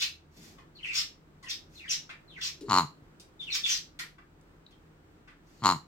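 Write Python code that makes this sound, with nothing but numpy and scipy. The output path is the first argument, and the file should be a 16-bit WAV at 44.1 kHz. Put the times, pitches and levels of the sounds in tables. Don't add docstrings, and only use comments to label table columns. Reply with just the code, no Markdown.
import sys
import numpy as np
from scipy import signal
from scipy.fft import rfft, irfft, next_fast_len
from scipy.io import wavfile
from scipy.ndimage import uniform_filter1d, map_coordinates

SR = 44100
rng = np.random.default_rng(int(sys.argv[2]) if len(sys.argv) > 2 else 0)


def log_audio(samples):
    frames = np.atleast_2d(samples).T
    limited = np.clip(frames, -1, 1)
    pcm = np.round(limited * 32767).astype(np.int16)
    wavfile.write(sys.argv[1], SR, pcm)


N = 258856
TIME = np.arange(N) / SR
TOP_HZ = 15900
OPPOSITE = np.array([[1], [-1]])


def gain(db):
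    return 10 ** (np.asarray(db) / 20)


def unit(x):
    return x / np.sqrt(np.mean(x ** 2))


def add(track, s, sound):
    start = max(int(s * SR), 0)
    track[start:start + len(sound)] += sound[:max(N - start, 0)]


def delay(x, ms):
    return map_coordinates(x, [np.arange(N) - ms * SR / 1000], order=3)


def resonate(x, hz, width):
    g, k = np.tan(np.pi * min(hz, TOP_HZ) / SR), width / hz
    b, a = [g * k, 0, -g * k], [1 + g * k + g * g, 2 * (g * g - 1), 1 - g * k + g * g]
    return signal.lfilter(b, a, signal.lfilter(b, a, x))


def colour(x, points):
    hz, db = np.transpose(points)
    size = next_fast_len(N)
    bins = np.maximum(np.fft.rfftfreq(size, 1 / SR), 1)
    curve = gain(np.interp(np.log(bins), np.log(hz), db))
    return unit(irfft(rfft(x, size) * curve, size)[..., :N])


def wander(hz, size=N):
    steps = np.arange(size) * hz / SR
    targets = rng.standard_normal(int(steps[-1]) + 2)
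    return unit(np.interp(steps, np.arange(len(targets)), targets))


def swell(peak, rise, fall):
    before, after = np.maximum(peak - TIME, 0) / rise, np.maximum(TIME - peak, 0) / fall
    return np.exp(-np.minimum(before ** 4 + after ** 2, 20))


def bursts(table):
    out, t = np.zeros(N), TIME[:SR // 3]
    for s, db, decay, hz, width in table:
        burst = resonate(rng.standard_normal(len(t)) * np.exp(-t / decay), hz, width)
        add(out, s, gain(db) * burst / np.sqrt(np.sum(burst ** 2) / (decay * SR)))
    return out


# (frequency [Hz], relative level [dB])
HUM_COLOUR = [(15, -17.5), (25, -11.5), (42, 3), (63, -14.5), (90, -8), (150, -8.5), (230, -9.5),
              (330, -8.5), (640, -19.5), (1400, -22.5), (2100, -29), (6000, -41.5), (8400, -41),
              (9500, -52), (15500, -44)]
# (pitch [Hz], width [Hz], level [dB])
ROOM_NOTES = [(79.8, 6.2, -68.5), (154.5, 23, -65), (316, 68, -70.5)]
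def hum(level_db=-61, wander_db=1, apart_hz=900, bass_side=.2):
    middle, side = colour(rng.standard_normal((2, N)), HUM_COLOUR) * gain(level_db + wander_db * wander(6))
    treble = signal.sosfilt(signal.butter(1, apart_hz, "high", fs=SR, output="sos"), side)
    notes = sum(gain(db) * unit(resonate(rng.standard_normal(N), hz, width))
                for hz, width, db in ROOM_NOTES)
    return middle + notes + (bass_side * side + 1.1 * treble) * OPPOSITE


def whistle(length, start_hz, end_hz, roughness, fade_db=0, bend=1.4, wobble=.08, wobble_hz=800,
            flutter_db=5.5, flutter_hz=500, overtone_db=-29, air_db=-11):
    progress = np.linspace(0, 1, int(length * SR))
    size, longest = len(progress), SR // 8
    rough = np.interp(progress, [0, 1], roughness)
    glide = end_hz + (start_hz - end_hz) * (1 - progress) ** bend
    hz = glide * (1 + wobble * rough * wander(wobble_hz, longest)[:size])
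    phase = 2 * np.pi * np.cumsum(hz) / SR
    overtones = sum(np.sin(k * phase) * wander(wobble_hz, longest)[:size] * (k * hz < SR / 2)
                    for k in (2, 3))
    air = rough * unit(resonate(rng.standard_normal(longest)[:size], end_hz, width=.9 * end_hz))
    arch = np.sqrt(np.abs(np.sin(np.pi * progress)))
    flutter = gain(flutter_db * rough * wander(flutter_hz, longest)[:size])
    tone = np.sin(phase) + arch * (gain(overtone_db) * overtones + gain(air_db) * air)
    return unit(tone * arch * flutter * gain(-fade_db * progress))


# (peak time [s], rasp rise [s], rasp level [dB], low pitch [Hz],
# low level [dB], high pitch [Hz], high level [dB], roughness [0 = clean])
SLIT_SQUEAKS = [(0.032, 0.032, -29.5, 2783, -38, 3900, -37, 1.1),
                (0.99, 0.051, -29, 2700, -50, 5350, -34, 0.61),
                (1.517, .027, -31.5, 2646, -46.5, 5400, -44.5, .8),
                (1.932, 0.04, -35, 2950, -40, 5762, -30, 0.57),
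                (2.464, 0.046, -31, 2960, -40, 5350, -40, 0.8),
                (3.559, 0.032, -28.5, 3963, -35, 5520, -37.5, 0.4),
                (3.731, 0.078, -30.5, 3200, -37.5, 5990, -31.5, 0.63)]
def whistles():
    out = np.zeros(N)

    def note(hz, db, lead_s, length_s, fall_octaves):
        ratio = 2 ** (fall_octaves / 2)
        add(out, peak - lead_s, gain(db) * whistle(length_s, hz * ratio, hz / ratio, (rough, rough)))

    for peak, _, _, low_hz, low_db, high_hz, high_db, rough in SLIT_SQUEAKS:
        note(low_hz, low_db, lead_s=.057, length_s=.036, fall_octaves=.28)
        note(high_hz, high_db, lead_s=.04, length_s=.044, fall_octaves=.1)
    return out


# (frequency [Hz], relative level [dB])
AIR_COLOUR = [(500, -37.5), (880, -29), (1150, -10.5), (1600, -8.5), (2100, -3.5), (4000, 2), (5500, -0.5),
              (8400, -13.5), (9500, -27.5), (11000, -18.5), (13300, -18), (15500, -20.5)]
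def rasps(spurt_hz=500, spurt_db=6, spit_db=-4):
    out = np.zeros(N)
    air = colour(rng.standard_normal(N), AIR_COLOUR) * unit(gain(spurt_db * wander(spurt_hz)))
    for peak, rise, db, _, _, high_hz, _, _ in SLIT_SQUEAKS:
        wet = gain(spit_db) * spits(.938 * high_hz)
        out += gain(db) * swell(peak, rise, fall=.36 * rise) * unit(air + wet)
    return out


def spits(hz, count=2400, spread=.22, ring_s=.0006, size_db=5):
    out, t = np.zeros(N), TIME[:SR // 150]
    for s, (detune, size) in zip(rng.uniform(0, N / SR, count), rng.standard_normal((count, 2))):
        phase = 2 * np.pi * hz * np.exp(spread * detune) * t * (1 - 10 * t)
        add(out, s, gain(size_db * min(size, 2)) * t * np.exp(-t / ring_s) * np.sin(phase))
    return unit(out)


# (time [s], level [dB], fade [s], pitch [Hz], width [Hz])
HAND_KNOCKS = [(0.37, -50.5, 0.12, 230, 201), (2.609, -39.5, 0.067, 325.6, 93.1),
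               (2.612, -39.5, 0.096, 414, 49), (3.022, -36, 0.0022, 99.3, 110.6)]
def knocks():
    return bursts(HAND_KNOCKS)


# (frequency [Hz], relative level [dB])
CLOTH_COLOUR = [(900, -26), (1900, -2.5), (3000, -4.5), (4700, -1.5), (6500, -2), (8500, -11), (9600, -16),
                (13000, -10.5), (15500, -20)]
# (peak time [s], rise [s], fall [s], level [dB])
SLEEVE_STROKES = [(0.46, 0.12, 0.073, -58.5), (1.78, 0.078, 0.023, -62), (5.562, 0.11, 0.06, -69)]
def sleeve(grain_db=2):
    hiss = colour(rng.standard_normal(N), CLOTH_COLOUR) * gain(grain_db * wander(100))
    return hiss * sum(gain(db) * swell(s, rise, fall) for s, rise, fall, db in SLEEVE_STROKES)


# (time [s], length [s], start pitch [Hz], end pitch [Hz], level [dB])
SLIT_CHIRPS = [(0.575, 0.025, 1330, 960, -57.5), (0.751, 0.025, 4620, 3850, -55.5),
               (0.783, 0.035, 3300, 2000, -53.5), (0.828, 0.044, 3220, 2014, -36.5),
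               (0.878, 0.062, 2900, 2064, -37), (1.425, .027, 1230, 900, -55.5),
               (1.429, 0.052, 2090, 1697, -51), (1.752, 0.043, 4350, 3400, -53.5),
               (1.792, 0.028, 2940, 2345, -48.5), (1.834, 0.032, 2463, 1554, -46.5),
               (2.276, 0.093, 4260, 2590, -57), (2.357, .04, 2476, 1490, -45.5),
               (3.393, 0.043, 3750, 3320, -42), (3.466, 0.055, 3097, 2140, -40),
               (3.634, 0.035, 3594, 3264, -30), (3.645, 0.026, 2970, 2300, -36)]
def chirps(spray_db=-15):
    out, air = np.zeros(N), colour(rng.standard_normal(N), AIR_COLOUR)
    for s, length, start_hz, end_hz, db in SLIT_CHIRPS:
        add(out, s, gain(db) * whistle(length, start_hz, end_hz, roughness=(.05, .9), fade_db=8))
        out += gain(db + spray_db) * air * swell(s + length, length / 2, length / 2)
    return out


# (time [s], level [dB], fade [s], pitch [Hz], width [Hz])
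SMALL_SMACKS = [(0.583, -52.5, 0.0066, 2050, 1900), (1.427, -53.5, 0.023, 3240, 6900),
                (2.092, -42.5, 0.016, 1720, 1380), (2.100, -42.5, 0.0081, 2580, 1860),
                (3.198, -47, 0.0047, 4700, 7000), (3.990, -36.5, 0.014, 3300, 4900),
                (3.991, -53.5, 0.012, 13000, 5000), (3.996, -34.5, 0.0068, 1700, 1340),
                (4.182, -49.5, 0.0077, 1480, 1190), (4.708, -61.5, 0.0048, 3980, 5970),
                (4.72, -60, 0.0061, 3310, 694), (5.275, -53, 0.025, 1583, 1440)]
def smacks():
    return bursts(SMALL_SMACKS)


# (time [s], level [dB], fade [s], pitch [Hz], width [Hz])
RUBBER_TICKS = [(2.609, -51.5, 0.018, 4550, 8450), (2.697, -30.5, 0.0025, 4300, 3575),
                (4.412, -62, 0.0023, 7300, 9000), (4.664, -46.5, 0.0024, 3910, 700),
                (5.637, -36, 0.0071, 3900, 2910)]
def ticks():
    return bursts(RUBBER_TICKS)


# (time [s], hold [s], slap rate [Hz], force [dB])
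PIG_SQUEEZES = [(2.6838, .068, 92.6, 0), (5.6215, .05, 93, -.8)]
def reed(attack_s=.035, start_db=-31.5, release_s=.064, end_db=-34, sag_hz_per_s=370,
         scatter_db=2, jitter_s=.00017):
    closings, force = [], np.zeros(N)
    for s, hold, rate_hz, force_db in PIG_SQUEEZES:
        t = np.arange(0, attack_s + hold + release_s, 1 / SR)
        built = np.minimum(t / attack_s, 1)
        spent_s = np.maximum(t - attack_s - hold, 0)
        db = force_db + start_db * (1 - built) ** 1.2 + end_db * (spent_s / release_s) ** 1.21
        hurry = 1 + .26 * (1 - built ** 4)
        cycles = np.cumsum(rate_hz * hurry - sag_hz_per_s * spent_s) / SR
        times = np.interp(np.arange(cycles[-1]), cycles, t)
        late, harder = rng.standard_normal((40, 2))[:len(times)].T
        closings += zip(s + times + jitter_s * late, np.interp(times, t, db) + scatter_db * harder)
        add(force, s, gain(db))
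    return closings, force


def clicks(closings, growth):
    out, taps = np.zeros(N), np.arange(-8, 9)
    for s, db in closings:
        add(out, s, gain(growth * db) * np.sinc(taps - s * SR % 1) * np.hanning(len(taps)))
    return out


def oink_body(closings, tube_db=26, belly_db=23, puff_db=15, bounce_ms=.93, bounce_db=-7):
    slaps = clicks(closings, growth=.74)
    slaps = slaps + gain(bounce_db) * delay(slaps, bounce_ms)
    tube = gain(tube_db) * resonate(slaps, hz=1060, width=540)
    puff = gain(puff_db) * resonate(slaps, hz=320, width=280)
    belly = gain(belly_db) * resonate(clicks(closings, growth=.13), hz=148, width=95)
    return tube + belly - puff


# (pitch [Hz], width [Hz], relative level [dB])
TUBE_NOTES = [(1580, 750, -32), (2840, 340, -21.5), (4204, 480, -11.5), (4446, 200, -21), (5210, 410, -23),
              (6994, 900, -20), (7600, 1700, -31.5), (10600, 2500, -36.5), (13800, 3000, -35.5)]
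def oink_edge(closings, force, edge_db=26, leak_db=-24, leak_s=.003, air_db=-51, air_spread_s=.12):
    snaps = clicks(closings, growth=1.1)
    leak = signal.lfilter([1], [1, -np.exp(-1 / (leak_s * SR))], snaps)
    flow = np.sqrt(np.abs(uniform_filter1d(force, int(air_spread_s * SR))))
    hiss = (gain(leak_db) * leak + gain(air_db) * flow) * rng.standard_normal(N)
    tip = delay(snaps, ms=.3) + hiss
    return sum(gain(edge_db + db) * resonate(tip, hz, width) for hz, width, db in TUBE_NOTES)


def room(x, fade_s=.26, treble_fade_s=.24, gap_s=.0012):
    t = TIME[:SR // 2]
    noise = rng.standard_normal((2, len(t)))
    low = signal.sosfilt(signal.butter(2, 6000, fs=SR, output="sos"), noise)
    tail = (low * gain(-60 * t / fade_s) + (noise - low) * gain(-60 * t / treble_fade_s)) * (t > gap_s)
    tail /= np.sqrt(np.sum(tail ** 2, axis=1, keepdims=True))
    return signal.fftconvolve(x[None], tail, axes=1)[:, :N]


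def place(x, direct_db, room_db, left_db, left_late_ms):
    direct = np.array([delay(x, left_late_ms), x]) * gain(direct_db + OPPOSITE * left_db / 2)
    left, right = room(x)
    side = signal.sosfilt(signal.butter(1, 700, "high", fs=SR, output="sos"), (left - right) / 2)
    return direct + gain(room_db) * ((left + right) / 2 + side * OPPOSITE)


def scene():
    closings, force = reed()
    body = oink_body(closings) + knocks()
    mix = place(body, direct_db=-7, room_db=-17.5, left_db=2, left_late_ms=-.099)
    edge = oink_edge(closings, force) + ticks()
    mix += place(edge, direct_db=-3, room_db=-8.5, left_db=5, left_late_ms=-.045)
    off_to_the_side = chirps() + whistles() + rasps() + smacks() + sleeve()
    mix += place(off_to_the_side, direct_db=-8, room_db=1, left_db=6, left_late_ms=.14)
    return mix + hum()


def record(dry):
    return signal.sosfilt(signal.ellip(10, .2, 80, TOP_HZ, fs=SR, output="sos"), dry)


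dry = scene()
out = record(dry)
log_audio(out)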